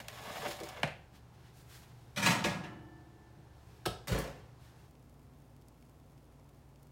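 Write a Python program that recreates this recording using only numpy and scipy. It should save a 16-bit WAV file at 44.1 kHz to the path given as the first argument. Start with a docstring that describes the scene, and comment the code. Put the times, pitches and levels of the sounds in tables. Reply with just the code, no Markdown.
"""A full muffin tin is dragged off a kitchen counter, knocks its edge and is slid, chattering, onto a wire
oven rack; the oven door clacks on its hinge and shuts with a rattle and a thump. Clothing brushes softly.
Then, close to the hot oven, it hums and the baking muffins tick faintly.
Contacts are forces of noise grains and bursts convolved with the modal answers of metal bodies;
cloth and air are coloured noise, and the hums are wavering sines."""
import sys
import numpy as np
from scipy import signal
from scipy.io import wavfile

SR = 44100
rng = np.random.default_rng(int(sys.argv[2]) if len(sys.argv) > 2 else 0)


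def to_wav(s):
    """Save 16-bit WAV."""
    ch = np.atleast_2d(s).T  # columns
    pcm = np.round(np.clip(ch, -1, 1) * 32767)  # PCM
    wavfile.write(sys.argv[1], SR, pcm.astype(np.int16))


N = 304751
T = np.arange(N) / SR
RING_T = T[:2 * SR]
AT_OVEN_S = 4.87
CUTOFF_HZ = 15900

# In all tables dB is a relative level, before a body or a mix weighs it, unless a comment says otherwise.
# Skids where the cups bite harder. Each row: start in seconds, level in dB, hold in seconds, release in dB per s.
CUP_SKIDS = [(0.078, -47, 0.018, 300), (0.398, -44, 0.013, 600), (0.446, -42.5, 0.016, 500),
             (0.75, -50, 0.015, 400)]
# Catches on grit. Each row: start in seconds, level in dB, decay time of the rebounds in seconds,
# contact softness as a cut-off in Hz.
CATCHES_ON_GRIT = [(0.002, -48, 0.014, 14000), (0.083, -32.5, 0.0018, 15400), (0.482, -42, 0.013, 14000),
                   (0.51, -46, 0.03, 5000), (0.602, -45, 0.0063, 12000), (0.634, -46, 0.024, 14000),
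                   (0.688, -45, 0.012, 14000)]
# Knocks of the tin. Each row: start in seconds, level in dB, rebound decay in seconds, softness cut-off in Hz.
EDGE_KNOCKS = [(0.001, -45, 0.0048, 2000), (0.8316, -4, 0.000083, 12000), (0.8392, -31.5, 0.0034, 9000),
               (0.876, -42.5, 0.022, 15000)]
# Clear modes of the tin. Each row: frequency in Hz, level in dB (of its energy), t60 in seconds.
TIN_MODES = [(148, -4, 0.3), (210, -10, 0.11), (355, -13.5, 0.1), (580.7, 1, 0.37), (744, 0, 0.89),
             (760, -4.5, 0.29), (1107, -10.5, 0.35), (1362, -20, 0.1), (1720, -1.5, 0.14),
             (1825, -21, 0.25), (2036, -10, 0.057), (2196, -13, 0.18), (2360, -4, 0.027), (2570, -44, 0.19)]
# Decay of the tin's crowded modes. Each row: frequency in Hz, t60 in seconds.
TIN_WASH_DECAY = [(150, 0.21), (700, 0.37), (2500, 0.39), (12000, 0.31)]
# Spectrum of the rubbing cups. Each row: frequency in Hz, density in dB per Hz.
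RUBBING_SPECTRUM = [(120, -10.5), (210, 1), (300, -12.5), (420, -3), (600, 2), (1100, 0), (1450, -7.5),
                    (1750, -1.5), (2400, -7.5), (3600, -12.5), (6000, -22), (9000, -44), (15000, -42)]
# Spectrum of scratching grit. Each row: frequency in Hz, density in dB per Hz.
GRIT_SPECTRUM = [(700, 12.5), (1500, 5), (3500, 7.5), (6000, 2.5), (8500, -1), (11000, -2), (15500, -4.5)]
# Spectrum of the knocks. Each row: frequency in Hz, density in dB per Hz.
KNOCK_SPECTRUM = [(140, -0.5), (190, -2), (360, -12.5), (620, 2.5), (850, -3), (1120, -11), (1400, -5.5),
                  (1750, -7.5), (2350, -6), (3300, -14), (5000, -23), (7700, -26), (11000, -36),
                  (15500, -39)]


def tin_on_counter():
    """Friction noise: the cups rub over the textured counter, catch on grit and knock its edge."""
    rub = pull(peak_s=0.468, peak_db=-39.0, build_db_per_s=26, drop_db=8.5, fade_db_per_s=4)
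    rub = rub + sum(chatter(*skid) for skid in CUP_SKIDS)
    hiss = pull(peak_s=0.535, peak_db=-47.0, build_db_per_s=22, drop_db=7.5, fade_db_per_s=26)
    scuffs = amp(1.5 * drift(130))  # the cups grip and slip unevenly
    rubbing = sliding(rub * scuffs * grains(2000, 2.6), shifts_per_s=13.83,
                      colour=RUBBING_SPECTRUM, decay=TIN_WASH_DECAY, modes=TIN_MODES,
                      crack_t60=0.034, tail_db=-5, modes_db=-6, snap=0.97)
    grit = hiss * scuffs * grains(6000, 2.3) + blows(CATCHES_ON_GRIT, first_touch=0.35)
    scratching = play(grit, metal(GRIT_SPECTRUM, TIN_WASH_DECAY, TIN_MODES,
                                  crack_t60=0.026, tail_db=4, modes_db=-14.5, snap=1.8))
    knocks = play(blows(EDGE_KNOCKS, first_touch=2.5),
                  metal(KNOCK_SPECTRUM, TIN_WASH_DECAY, TIN_MODES,
                        crack_t60=0.018, tail_db=-1.5, modes_db=-26, snap=0.49))
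    return amp(-4) * rubbing + scratching + knocks


# Judders where the cups stick. Each row: start in seconds, level in dB, rebound decay in seconds,
# softness cut-off in Hz.
STICKING_JUDDERS = [(0.462, -38.5, 0.03, 2000), (0.6, -42, 0.021, 1000), (0.624, -37.5, 0.014, 1000),
                    (0.777, -49.5, 0.035, 1500), (2.442, -30, 0.02, 2000)]
# Modes of the cups. Each row: frequency in Hz, level in dB (of its energy), t60 in seconds.
CUP_MODES = [(340, -4.5, 0.13), (396, -8.5, .15), (462, -7, 0.055), (505, -4.5, 0.14), (594, -7, 0.24)]
# Dull bumps that flex the tin. Each row: start in seconds, level in dB, contact time in seconds.
FLEXING_BUMPS = [(0.008, -40, 0.003), (0.39, -35.5, 0.0014), (0.625, -39, 0.0019), (0.835, -27.5, 0.0029),
                 (2.17, -28, 0.0016), (2.27, -28.5, 0.0019), (2.305, -30, 0.0014), (3.368, -37.5, 0.0036)]


def tin_flexing():
    """Modal excitation: the cups judder where they stick, and the whole sheet flexes when bumped."""
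    judders = play(blows(STICKING_JUDDERS, first_touch=0.29), ringing(CUP_MODES))
    return amp(-10.5) * judders + bumps(FLEXING_BUMPS, TIN_MODES)


# Shoves along the wires. Each row: start in seconds, level in dB, hold in seconds, release in dB per s.
RACK_SHOVES = [(2.166, -30.5, 0.016, 300), (2.216, -29.8, 0.1, 700), (2.43, -48.5, 0.07, 170)]
# Hits on the rack. Each row: start in seconds, level in dB, rebound decay in seconds, softness cut-off in Hz.
HITS_ON_RACK = [(2.1605, -32, .005, 15100), (2.171, -29.5, 0.0086, 9000), (2.226, -28, .016, 14000),
                (2.26, -18, 0.012, 14400), (2.4405, -27, 0.02, 6660), (2.637, -47, 0.022, 2160)]
# Clear modes of the rack. Each row: frequency in Hz, level in dB (of its energy), t60 in seconds.
RACK_MODES = [(190, 4.5, 0.85), (238, -0.5, 0.9), (275, -10.5, 0.96), (498, -28, 0.41), (930, 4, 0.59),
              (1054, -9, 0.93), (1060, -7, 1), (1152, -8.5, .5), (1344, -6.5, 1), (1667, 3.5, .6),
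              (1890, 3, .4), (2320, -8, 0.23), (2420, -10, 0.39), (2780, -15, .4), (2870, -8, 0.69),
              (3668, -7, 0.37), (3890, -13.5, 0.13), (4000, -25, .4)]
# Decay of the rack's crowded modes. Each row: frequency in Hz, t60 in seconds.
RACK_WASH_DECAY = [(150, 1), (600, 0.91), (2000, 0.54), (5000, .42), (12000, 0.33)]
# Spectrum of tin against rack. Each row: frequency in Hz, density in dB per Hz.
RACK_SPECTRUM = [(125, -5.5), (160, 1.5), (240, -2.5), (350, -16), (560, -9), (750, -10.5), (950, -6),
                 (1400, -10.5), (2400, -9.5), (4000, -14.5), (5500, -17.5), (8000, -21), (11500, -28),
                 (15500, -33)]


def tin_on_rack():
    """Coupled bodies: the tin lands, judders along the wires and hits the stop; rack and tin ring on."""
    push = sum(chatter(*shove) for shove in RACK_SHOVES)
    force = push * grains(700, 4.2) + blows(HITS_ON_RACK, first_touch=0.41)
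    return sliding(force, shifts_per_s=25,
                   colour=RACK_SPECTRUM, decay=RACK_WASH_DECAY, modes=RACK_MODES + TIN_MODES,
                   crack_t60=0.035, tail_db=5, modes_db=-9)


# Plucks of the rack wires. Each row: start in seconds, level in dB.
PLUCKS = [(2.441, -47), (2.637, -49)]
# Modes of the wires. Each row: frequency in Hz, level in dB (of its amplitude), t60 in seconds.
WIRE_MODES = [(302, -4, 2.6), (316, -7, 2.26), (337, -7, 3), (383, -3, 0.92), (717.7, -7, 2.6),
              (883, -12.5, 1.8), (1320, -19, 1.8), (1730, -10, .9), (1760, -13, 2.8), (1763.5, -15, 2.8),
              (1784, -15, 2), (2300, -16, 0.92), (2950, -11, 1)]


def wires():
    """Beating: once the tin settles, the free rack wires sing on, some in close pairs."""
    force = np.zeros(N)
    for s, db in PLUCKS:
        force[round(s * SR)] = amp(db)
    answer = 0
    for hz, db, t60 in WIRE_MODES:
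        phase = rng.uniform(0, 2 * np.pi)
        answer = answer + amp(db) * dying(t60) * np.sin(2 * np.pi * hz * RING_T + phase)
    return amp(-4.0) * play(force, answer)


# Clacks of the hinge. Each row: start in seconds, level in dB, rebound decay in seconds, softness cut-off in Hz.
CLACKS = [(3.8545, -28.5, 0.003, 15000), (3.859, -22, 0.0042, 14000)]
# Hits of the closing door. Each row: start in seconds, level in dB, rebound decay in seconds,
# softness cut-off in Hz.
CLOSING_HITS = [(4.072, -36, 0.013, 14000), (4.079, -33, 0.019, 8000), (4.117, -37, 0.012, 3500)]
# Ticks of the small latch. Each row: start in seconds, level in dB, rebound decay in seconds,
# softness cut-off in Hz.
SMALL_LATCH_TICKS = [(4.186, -32.5, 0.012, 15000)]
# Rattle of the door's panels. Its one row: start in seconds, level in dB, hold in seconds, release in dB per s.
RATTLE_OF_PANELS = (4.102, -40.5, 0.03, 98)
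# Door against the oven shell. Each row: start in seconds, level in dB, contact time in seconds.
THUMPS_ON_SHELL = [(3.866, -42, .002), (4.106, -26.5, 0.0035)]
# Clear modes of the door. Each row: frequency in Hz, level in dB (of its energy), t60 in seconds.
DOOR_MODES = [(114, -11, 0.67), (413, -17, 0.13), (420, -3.5, 0.2), (467, -8, .2), (613, -2, 0.28),
              (730, -1.5, 0.4), (1292, -5.5, 0.21), (1647, -5, 0.4), (2710, -10, 0.17), (3210, -2.5, 0.12),
              (3190, -3, 0.24), (4387, -2.5, 0.047), (4550, -10, 0.069)]
# Low modes of the shell. Each row: frequency in Hz, level in dB (of its energy), t60 in seconds.
SHELL_MODES = [(40.5, -12, .12), (55, 2, 0.54), (83.4, -3.5, 0.11), (117.6, 2.5, 0.23), (168.4, 1.5, 0.27),
               (195.5, -7, 0.36)]
# Decay of the door's crowded modes. Each row: frequency in Hz, t60 in seconds.
DOOR_WASH_DECAY = [(150, 0.27), (700, 0.47), (2500, 0.4), (6000, 0.42), (12000, 0.24)]
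# Spectrum of the hinge. Each row: frequency in Hz, density in dB per Hz.
HINGE_SPECTRUM = [(110, -0.5), (190, -1.5), (290, -6), (420, 6), (590, -8), (800, -5), (1100, -11.5),
                  (1600, -7), (2100, -13), (3300, -7.5), (4700, -12), (6000, -18.5), (10000, -19.5),
                  (15500, -26)]
# Spectrum of the door. Each row: frequency in Hz, density in dB per Hz.
DOOR_SPECTRUM = [(130, -5.5), (210, -5), (320, -15.5), (480, -5), (650, -11.5), (900, -16), (1450, -15),
                 (2100, -16), (3700, -23.5), (5200, -21.5), (9000, -26), (15500, -27.5)]


def oven_door():
    """Impact: the hinge snaps over its catch, then the door rattles home and thumps the shell."""
    hinge = sliding(blows(CLACKS, first_touch=0.5), shifts_per_s=150,
                    colour=HINGE_SPECTRUM, decay=DOOR_WASH_DECAY, modes=DOOR_MODES,
                    crack_t60=0.033, tail_db=0, modes_db=-11, snap=0.2)
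    panels = soften(chatter(*RATTLE_OF_PANELS) * grains(900, 3.0), soft_hz=2700)
    small_latch = signal.butter(2, 7000, "high", fs=SR, output="sos")  # it rings only in the highs
    latch = signal.sosfilt(small_latch, blows(SMALL_LATCH_TICKS, first_touch=0.24))
    hits = blows(CLOSING_HITS, first_touch=0.24)
    rattle = sliding(hits + panels + latch, shifts_per_s=30,
                     colour=DOOR_SPECTRUM, decay=DOOR_WASH_DECAY, modes=DOOR_MODES,
                     crack_t60=0.022, tail_db=7, modes_db=-11, snap=0.46)
    return hinge + rattle + bumps(THUMPS_ON_SHELL, SHELL_MODES)


# Spits of batter on the hot tin. Each row: start in seconds, level in dB, centre of its band in Hz.
BATTER_SPITS = [(4.9526, -55, 2560), (5.6211, -57, 3570), (5.684, -48, 8660), (5.8251, -53, 2030),
                (6.1778, -55, 2820), (6.3978, -60, 2540), (6.7585, -54, 3680), (6.8303, -51, 13200)]
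# Spectrum of the sizzle. Each row: frequency in Hz, density in dB per Hz.
SPIT_SPECTRUM = [(1500, -4), (4000, -4.5), (9000, -3), (15000, -4)]
SPIT_WIDTH = 1.6  # ratio of spread either side of the pitch


def sizzle():
    """Impulse noise: a few clear spits, each with a broad pitch, over a sparse fine crackle."""
    force = amp(-89) * grains(70, 3.1) * (T > AT_OVEN_S)
    for s, db, hz in BATTER_SPITS:
        edges = [hz / SPIT_WIDTH, min(hz * SPIT_WIDTH, CUTOFF_HZ)]
        band = signal.butter(1, edges, "band", fs=SR, output="sos")
        pop = unit(signal.sosfilt(band, signal.unit_impulse(256)))
        start = round(s * SR)
        force[start:start + len(pop)] += amp(db) * pop
    answer = banded(SPIT_SPECTRUM, len(RING_T), lambda hz: dying(0.012), snap=0.34)
    return play(force, amp(7.5) * answer)


# Brushes as the cook turns and bends. Each row: time of the peak in seconds, level in dB, rise in seconds,
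# extra treble in dB.
CLOTH_BRUSHES = [(1.158, -63.5, 0.019, -2), (1.352, -69, 0.014, -4), (1.392, -69, 0.013, -5),
                 (1.462, -65.5, 0.03, -4), (1.59, -66.5, 0.034, 4.5), (1.738, -58, 0.038, 2),
                 (1.84, -66, 0.045, -1), (2.0, -73, 0.13, 1.5), (3.7, -70.5, 0.11, 0),
                 (4.65, -66.5, 0.04, -0.5), (4.8, -71.5, 0.05, 1)]
# Spectrum of the fabric. Each row: frequency in Hz, density in dB per Hz.
CLOTH_SPECTRUM = [(600, -6), (1500, 0.5), (4000, -3), (8000, -8.5), (15000, -13)]


def clothes():
    """Fibre friction: fabric brushes softly, each stroke a smooth swell of its own brightness."""
    fabric = amp(1.0 * drift(54)) * banded(CLOTH_SPECTRUM, N) * np.sqrt(N)
    body = signal.sosfilt(signal.butter(3, 5500, "low", fs=SR, output="sos"), fabric)
    treble = signal.sosfilt(signal.butter(3, 5500, "high", fs=SR, output="sos"), fabric)
    body_power = treble_power = 0
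    for s, db, rise, treble_db in CLOTH_BRUSHES:
        width = np.where(T < s, rise, rise * 1.5)  # a brush dies more slowly than it rises
        swell = np.exp(-((T - s) / width) ** 2)
        body_power += amp(db) ** 2 * swell
        treble_power += amp(db + treble_db) ** 2 * swell
    return body * np.sqrt(body_power) + treble * np.sqrt(treble_power)


# Air in the kitchen. Each row: frequency in Hz, density in dB per Hz.
KITCHEN_AIR_SPECTRUM = [(15, -44.5), (25, -9), (129, 0.5), (240, -12), (322, -10.5), (378, -11), (614, -18),
                        (722, -12), (1200, -22), (1710, -23), (2010, -28.5), (4620, -32.5), (11800, -41.5),
                        (15500, -42)]
# Hum in the kitchen. Each row: frequency in Hz, level in dB rms.
KITCHEN_HUM_TONES = [(70, -64.5), (119.8, -62), (144, -71)]
# Air at the oven. Each row: frequency in Hz, density in dB per Hz.
OVEN_AIR_SPECTRUM = [(15, -51), (25, -7), (48, -16.5), (82, -2), (144, -1), (173, -14.5), (240, -8.5),
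                     (322, -11), (598, -17), (684, -15.5), (1050, -21), (1490, -27.5), (3260, -34.5),
                     (15500, -41.5)]
# Hum at the oven. Each row: frequency in Hz, level in dB rms.
OVEN_HUM_TONES = [(58, -65), (141, -65.5), (242, -71), (292, -80)]


def background():
    """Crossfade: the kitchen's air and hum give way within 8 ms to those by the hot oven."""
    at_oven = np.clip((T - AT_OVEN_S) / 0.0079, 0, 1)
    kitchen = ambience(KITCHEN_AIR_SPECTRUM, -59.0, KITCHEN_HUM_TONES, waver=0.99)
    oven = ambience(OVEN_AIR_SPECTRUM, -60.5, OVEN_HUM_TONES, waver=1.0)
    return (1 - at_oven) * kitchen + at_oven * oven


def ambience(colour, air_db, hum, waver):
    """Broadband noise and phase modulation: rushing air and a wavering hum."""
    tones = 0
    for hz, db in hum:
        phase = 2 * np.pi * hz * T + waver * drift(6)
        tones = tones + amp(db) * np.sqrt(2) * np.sin(phase)
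    return amp(air_db) * banded(colour, N) * np.sqrt(N) + tones


def pull(peak_s, peak_db, build_db_per_s, drop_db, fade_db_per_s):
    """Friction follows load: a drag builds to the counter's edge, drops as hands take the weight, and fades."""
    past = T - peak_s
    level = np.where(past < 0, build_db_per_s * past, -drop_db - fade_db_per_s * past)
    creep = 7 * (T < 0.08)  # before it breaks free the tin only creeps, 7 dB more quietly
    return amp(peak_db + level - creep) * (T <= 0.83)  # ends at lift-off


def chatter(s, db, hold_s, release_db_per_s):
    """Envelope of a bout of chatter: quick attack, hold, steady release in dB."""
    attack = np.clip((T - s) / 0.01, 0, 1)
    return attack * amp(db - release_db_per_s * np.maximum(T - s - hold_s, 0))


def grains(per_s, spread_db):
    """Random impulse train: tiny contacts of uneven size at random moments; rms one."""
    sizes = amp(spread_db * np.minimum(rng.exponential(1, N), 4)) * rng.choice([-1, 1], N)
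    return unit(sizes * (rng.random(N) < per_s / SR)) * np.sqrt(N)


def blows(rows, first_touch):
    """Rebound: each blow is one touch with a dying flurry of small rebounds."""
    force = np.zeros(N)
    for s, db, length, soft_hz in rows:
        fade = np.exp(-T[:SR // 2] / max(length, 1e-4))
        flurry = unit(rng.standard_normal(len(fade)) ** 3 * fade)
        flurry[0] += first_touch
        flurry = unit(soften(flurry, soft_hz)) * np.linalg.norm(fade)  # longer blows carry more energy
        start = max(0, round(s * SR))
        force[start:start + len(fade)] += amp(db) * flurry
    return force


def bumps(rows, modes):
    """Finite contact time: soft half-sine pushes swing a body's low modes."""
    force, answer = np.zeros(N), ringing(modes)
    for s, db, contact in rows:
        push = np.sin(np.pi * np.clip((T - s) / contact, 0, 1))
        force += amp(db) * push / push.sum()
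    return play(force, answer / np.abs(answer).max()) * 2


def soften(force, soft_hz):
    """Contact compliance: a one-pole low-pass dulls a force and keeps its energy."""
    pole = np.exp(-2 * np.pi * soft_hz / SR)
    return unit(signal.lfilter([1], [1, -pole], force)) * np.linalg.norm(force)


def sliding(force, shifts_per_s, **body):
    """Mode shapes: a moving contact wanders between two spots, each with its own mix of crowded modes."""
    place = np.pi / 2 * drift(shifts_per_s)
    return play(force * np.cos(place), metal(**body)) + play(force * np.sin(place), metal(**body))


def play(force, answer):
    """Linear response: a force convolved with the impulse answer of a body."""
    return signal.fftconvolve(force, answer)[:N]


def metal(colour, decay, modes, crack_t60, tail_db, modes_db, snap=0):
    """Modal density: a metal body answers with a crack, a wash of crowded modes and a few clear ones."""
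    def crack_and_wash(hz):
        return unit(dying(crack_t60)) + amp(tail_db) * unit(dying(at_hz(decay, hz)))

    crowded = banded(colour, len(RING_T), crack_and_wash, snap)
    return unit(crowded + amp(modes_db) * ringing(modes))


def ringing(modes):
    """Modal superposition: damped sines of alternating sign, their energies set by the dB column."""
    total = 0
    for k, (hz, db, t60) in enumerate(modes):
        mode = unit(dying(t60) * np.sin(2 * np.pi * hz * RING_T))
        total = total + (-1) ** k * amp(db) * mode
    return unit(total)


def banded(colour, size, envelope=lambda hz: 1, snap=0):
    """Subband synthesis: enveloped noise in third-octave bands led by a snap, highs first; energy one."""
    edges, out = np.geomspace(22, 17500, 30), 0
    white = rng.standard_normal((2, size))  # neighbouring bands take turns with two noises
    for k, (low, high) in enumerate(zip(edges, edges[1:])):
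        hz = np.sqrt(low * high)
        drive = unit(white[k % 2] * envelope(hz)) + 1e-18
        drive[0] += snap * (-1) ** k
        band = signal.sosfilt(signal.butter(2, [low, high], "band", fs=SR, output="sos"), drive)
        skirt = min(1, hz / colour[0][0]) ** 2  # roll-off below the first point of the spectrum
        out = out + unit(band) * amp(at_hz(colour, hz)) * skirt * np.sqrt(high - low)
    return unit(out)


def dying(t60):
    """Damping: exponential decay by 60 dB in t60."""
    return np.exp(-np.log(1000) * RING_T / max(t60, 1e-3))


def drift(per_s):
    """Random fluctuation: straight lines between normal random knots of spread one."""
    knots = rng.standard_normal(4000)
    return np.interp(T * per_s, np.arange(len(knots)), knots)


def at_hz(points, hz):
    """Interpolation of a table on a log-frequency axis."""
    f, value = np.transpose(points)
    return np.interp(np.log(hz), np.log(f), value)


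def amp(db):
    """Level to gain: decibels to an amplitude ratio."""
    return 10 ** (np.asarray(db) / 20)


def unit(x):
    """Normalisation to an energy of one."""
    return x / np.sqrt(np.sum(x ** 2) + 1e-30)


def scene():
    """Superposition: the tin, rack, door, sizzle and clothes over the background."""
    tin = tin_on_counter() + tin_flexing() + tin_on_rack()
    oven = wires() + oven_door() + sizzle()
    return (tin + oven + clothes() + background())[None]


def record(dry):
    """Band limiting: the small microphone drops the deepest bass; the top is cut steeply."""
    thin = signal.sosfilt(signal.butter(4, 32, "high", fs=SR, output="sos"), dry)
    return signal.sosfilt(signal.ellip(10, 0.1, 70, CUTOFF_HZ, fs=SR, output="sos"), thin)


dry = scene()
out = record(dry)
to_wav(out)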